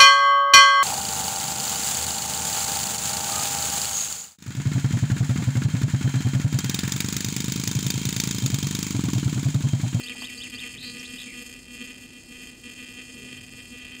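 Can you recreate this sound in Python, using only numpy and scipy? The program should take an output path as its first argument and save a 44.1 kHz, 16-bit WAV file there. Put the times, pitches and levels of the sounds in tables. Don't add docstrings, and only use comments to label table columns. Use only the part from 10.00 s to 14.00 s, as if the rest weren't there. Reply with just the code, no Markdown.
import sys
import numpy as np
from scipy import signal
from scipy.fft import rfft, irfft
from scipy.io import wavfile

SR = 44100
rng = np.random.default_rng(int(sys.argv[2]) if len(sys.argv) > 2 else 0)


def generate_wav(signal):
    frames = np.transpose(np.atleast_2d(signal))
    scaled = np.clip(frames, -1, 1) * 32767
    pcm = np.round(scaled).astype(np.int16)
    wavfile.write(sys.argv[1], SR, pcm)


N = 176400
T = np.arange(N) / SR
FREQS = np.fft.rfftfreq(N, 1 / SR)


def amp(db):
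    return 10 ** (np.asarray(db) / 20)


def unit(x):
    return x / np.sqrt(np.mean(x ** 2) + 1e-20)


def add(mix, start_s, sound):
    part = mix[max(round(start_s * SR), 0):][:len(sound)]
    part += sound[:len(part)]


def spectrum_gain(points, hz):
    point_hz, db = np.transpose(sorted(points))
    return amp(np.interp(np.log(hz + 1), np.log(point_hz), db))


def contour(points):
    return unit(amp(np.interp(T, *np.transpose(points))))


def drift(hz):
    lowpass = np.exp(-(FREQS / hz) ** 2) * (FREQS > 0)
    return unit(irfft(rfft(rng.standard_normal(N)) * lowpass, N))


def resonate(x, hz, width_hz):
    b, a = signal.iirpeak(hz, hz / (1.5 * width_hz), SR)
    return unit(signal.lfilter(b, a, signal.lfilter(b, a, x)))


def colour(x, gain_at, size=4096):
    gain = gain_at(abs(np.fft.fftfreq(size, 1 / SR)))
    log_gain = np.log(np.maximum(gain, 1e-5))
    taps = np.fft.ifft(np.exp(np.conj(signal.hilbert(log_gain)))).real
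    return signal.oaconvolve(x, taps[:size // 2])[:N]


RUN_LENGTHS = [(1, .14), (2, .32), (3, .13), (4, .14), (5, .09), (6, .06), (7, .06), (8, .06)]
# start in seconds, length in seconds.
LONG_SLIPS = [(.093, .036), (.85, .036), (.885, .064), (1.237, .044), (1.348, .064), (1.452, .036),
              (1.671, .084), (1.783, .048), (2.133, .044), (2.261, .06), (2.599, .076), (3.134, .04),
              (3.54, .04), (3.68, .06)]

def slipping_pulses(pulse_hz=244.14, clock_hz=250.9, jitter_s=7e-6, spread_db=2.2):
    clock_s = np.arange(0, T[-1], 1 / clock_hz)
    count = len(clock_s)
    index = np.arange(count)
    lengths, shares = np.transpose(RUN_LENGTHS)
    snaps = np.isin(index, np.cumsum(rng.choice(lengths, count, p=shares / shares.sum())))
    for start, length in LONG_SLIPS:
        first, last = round(start * clock_hz), round((start + length) * clock_hz)
        snaps[first:last] = False
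        snaps[[first, last]] = True
    since_snap = index - np.maximum.accumulate(index * snaps)
    lag_s = since_snap * (1 / pulse_hz - 1 / clock_hz)
    position = (clock_s + lag_s + jitter_s * rng.standard_normal(count)) * SR
    weak = snaps & (rng.random(count) < 0.26)
    strength = amp(-25.5 * weak + spread_db * rng.standard_normal(count))
    samples = position.astype(int)[:, None] + np.arange(-10, 10)
    offset = samples - position[:, None]
    shapes = np.sinc(offset) * np.sinc(offset / 10) * strength[:, None]
    train = np.bincount(np.clip(samples, 0, N).ravel(), shapes.ravel(), N + 1)[:N]
    return train, np.interp(T, clock_s, since_snap)


# time in seconds, relative level in dB.
MIDDLE_LEVELS = [(0.0, -47), (0.12, -42), (0.15, -46), (0.18, -44.5), (0.47, -46.5), (0.49, -49),
                 (0.56, -41.5), (0.7, -44.5), (0.78, -52), (0.85, -43.5), (1.32, -48.5), (1.43, -45),
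                 (1.55, -48), (1.63, -56.5), (1.78, -43.5), (2.25, -56), (2.36, -45), (2.38, -49.5),
                 (2.47, -46.5), (2.54, -57), (2.61, -56), (2.67, -47), (2.95, -45.5), (2.99, -42.5),
                 (3.06, -52), (3.22, -48), (3.52, -51), (3.6, -48.5), (3.69, -54.5), (3.75, -45),
                 (4.0, -48)]
# time in seconds, relative level in dB.
TREBLE_LEVELS = [(0.0, -51), (0.72, -51.5), (0.79, -58.5), (0.83, -52.5), (1.46, -52.5), (1.68, -60.5),
                 (1.74, -53), (2.15, -59.5), (2.49, -54.5), (2.56, -63), (2.67, -55), (3.98, -58),
                 (4.0, -54)]
# frequency in Hz, relative gain in dB.
BODY_RESPONSE = [(150, -57.5), (500, -10), (750, -20.5), (1050, -23), (1230, -17), (1370, -33.5),
                 (1520, -12), (1660, -16.5), (1820, -6.5), (2030, -4.5), (2190, -19), (2380, -3), (2500, 3),
                 (2720, 0), (2880, -11.5), (3120, 1.5), (3450, -12), (3800, -13), (4060, -22), (4400, 1),
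                 (4640, -32), (4820, 2), (5080, -11), (5300, -4), (5850, -40), (6470, 0.5), (6800, -15),
                 (7300, -4), (7850, -8), (8060, -8.5), (8600, -16.5), (8780, -7), (9050, -4.5),
                 (9550, -18.5), (10550, -22.5), (11000, -32), (11850, -11), (12300, -20.5), (13200, -36),
                 (15400, -30.5)]
# pitch in Hz, width in Hz, average level in dB.
CASING_RINGS = [(480.4, 27, -57.5), (1233, 52, -71.5), (2480, 18, -65), (2679.6, 10.7, -60.5),
                (3154, 12.2, -55), (4391, 33, -67), (4867, 32, -63)]
# pitch in Hz, average level in dB.
CIRCUIT_TONES = [(2007.2, -66), (2509, -85), (15625, -106)]

def whine(middle_db=-43, treble_db=-47.5, split_hz=3850, hum_db=-48):
    train, since_snap = slipping_pulses()
    surge = amp(1.6 * drift(hz=21.8))
    middle_gain = unit(contour(MIDDLE_LEVELS) * surge)
    treble_gain = contour(TREBLE_LEVELS)
    lowpass = lambda f: 1 / np.sqrt(1 + (f / split_hz) ** 16)
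    highpass = lambda f: np.sqrt(1 - lowpass(f) ** 2)
    middle = unit(colour(train, lambda f: spectrum_gain(BODY_RESPONSE, f) * lowpass(f)))
    treble = unit(colour(train, lambda f: spectrum_gain(BODY_RESPONSE, f) * highpass(f)))
    out = amp(middle_db) * middle_gain * middle + amp(treble_db) * treble_gain * treble
    for hz, width, db in CASING_RINGS:
        out += amp(db) * middle_gain * resonate(train, hz, width)
    slip_db = 6 * np.minimum(since_snap / 10, 1)
    waver_db = 2 * drift(hz=27)
    hum = unit(amp(slip_db + waver_db) * resonate(train, hz=226, width_hz=81))
    out += amp(hum_db) * middle_gain ** 0.67 * hum
    tones = sum(amp(db) * np.sqrt(2) * np.sin(2 * np.pi * hz * T) for hz, db in CIRCUIT_TONES)
    return out + treble_gain * tones


def casing_smear(x, max_delay_s=0.0018, ripple_hz=2700):
    delay_s = max_delay_s * np.sin(np.pi * FREQS / ripple_hz) ** 2
    phase = 2 * np.pi * np.cumsum(delay_s) * SR / N
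    return irfft(rfft(x) * np.exp(-1j * phase), N)


# low edge in Hz, high edge in Hz, depth in dB.
FLICKER_BANDS = [(5700, 7300, 5), (11200, 12800, 6)]

def treble_flicker(x):
    for low_hz, high_hz, depth_db in FLICKER_BANDS:
        inside_hz = np.minimum(FREQS - low_hz, high_hz - FREQS)
        band = irfft(rfft(x) * np.clip(inside_hz / 200 + .5, 0, 1), N)
        gain = unit(amp(depth_db * np.minimum(drift(hz=72), .7)))
        x = x + band * (gain - 1)
    return x


# frequency in Hz, relative noise density in dB.
AIR_SPECTRUM = [(15, -16), (45, 1), (110, -2), (170, -3.5), (320, -3), (450, -12), (600, -15.5),
                (1000, -23.5), (2000, -24.5), (5000, -20.5), (15000, -37.5)]
# peak time in seconds, fall to 1/e in seconds, pitch in Hz,
# width in Hz, peak level in dB.
RUMBLE_SWELLS = [(3.27, 0.13, 395, 113, -55.5), (3.45, 0.4, 117, 31, -54.5), (0.76, 0.54, 124, 55, -56)]

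def outdoor_rumble(air_db=-52):
    air = irfft(rfft(rng.standard_normal(N)) * spectrum_gain(AIR_SPECTRUM, FREQS), N)
    out = amp(air_db) * unit(air)
    for peak_s, fall_s, hz, width, db in RUMBLE_SWELLS:
        envelope = amp(db) * np.exp(-((T - peak_s) / fall_s) ** 2)
        out += envelope * resonate(rng.standard_normal(N), hz, width)
    return out


def whistle(length_s, start_hz, middle_hz, end_hz, db, trill_hz=0, depth_hz=0, rough_hz=70.5):
    t = np.arange(0, length_s, 1 / SR)
    progress = t / length_s
    arc_hz = np.polyval(np.polyfit([0, .5, 1], [start_hz, middle_hz, end_hz], 2), progress)
    trill_phase = 2 * np.pi * trill_hz * t
    hz = arc_hz + depth_hz * np.sin(trill_phase) + rough_hz * drift(hz=414)[:len(t)]
    pulsing = 1 - 0.34 * (depth_hz > 0) * np.cos(trill_phase)
    envelope = amp(db) * np.sin(np.pi * progress) ** 0.34
    return envelope * pulsing * np.sin(2 * np.pi * np.cumsum(hz) / SR)


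# start in seconds, level in dB.
FINCH_SYLLABLES = [(.032, -39), (0.204, -39.5), (0.375, -38.5), (0.546, -39)]
# delay and length in seconds, start, middle and end pitch in Hz,
# level in dB relative to the syllable.
SYLLABLE_NOTES = [(0, 0.023, 3930, 4700, 4620, 1.5), (0.026, 0.031, 2590, 3300, 3900, 3.5),
                  (0.053, 0.052, 3266, 2750, 1860, 0.5)]
# start and length in seconds, start, middle and end pitch in Hz,
# level in dB, trill rate in Hz, trill depth in Hz.
FINCH_FLOURISH = [(0.734, 0.031, 3180, 2530, 2130, -43, 58, 250),
                  (0.763, 0.035, 2200, 3440, 3980, -41, 144, 200),
                  (0.802, .122, 3820, 4360, 4310, -37.5, 210, 386),
                  (0.994, 0.0099, 6000, 5420, 4900, -39, 190, 300),
                  (1.03, 0.039, 2500, 3130, 4310, -38.5, 200, 400),
                  (1.122, 0.0207, 3950, 3260, 2730, -65, 146, 200),
                  (1.166, 0.075, 2786, 3646, 2830, -38.5, 60, 326),
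                  (1.236, 0.11, 2850, 2300, 2170, -42.5, 48, 206)]

def finch(echo_db=-8.5, echo_t60_s=0.7):
    song = np.zeros(N)
    for start, db in FINCH_SYLLABLES:
        for delay, length, *pitches, note_db in SYLLABLE_NOTES:
            add(song, start + delay, whistle(length, *pitches, db + note_db))
    for start, *note in FINCH_FLOURISH:
        add(song, start, whistle(*note))
    tail = rng.standard_normal(SR) * amp(-60 * T[:SR] / echo_t60_s)
    echo = signal.oaconvolve(song, tail / np.linalg.norm(tail))[:N]
    return song + amp(echo_db) * echo


# start in seconds, pitch in Hz,
# width in Hz, level in dB, time to fall 60 dB in seconds.
KNOCK_RESONANCES = [(.148, 825, 350, -45, 0.081), (.219, 1060, 202, -45.5, 0.12),
                    (.221, 630, 200, -45, 0.089)]

def far_knocks(attack_s=0.0014):
    out = np.zeros(N)
    for start, hz, width, db, t60 in KNOCK_RESONANCES:
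        age = np.maximum(T - start, 0)
        envelope = np.minimum(age / attack_s, 1) * amp(db - 60 * age / t60)
        out += envelope * resonate(rng.standard_normal(N), hz, width)
    return out


def electrical_ticks(first_s=0.249, every_s=0.2937, gap_s=0.014, peak_db=-37):
    out = np.zeros(N)
    tick = amp(peak_db) * np.array([.5, -1, .5])
    for start in np.arange(first_s, T[-1], every_s):
        add(out, start, tick)
        add(out, start + gap_s, tick)
    return out


def scene():
    camera = treble_flicker(casing_smear(whine()))
    return (camera + outdoor_rumble() + finch() + far_knocks() + electrical_ticks())[None]


def record(dry):
    lowpass = signal.firwin(1023, 15720, window=("kaiser", 9), fs=SR)
    return signal.oaconvolve(dry, lowpass[None], "same")


dry = scene()
out = record(dry)
generate_wav(out)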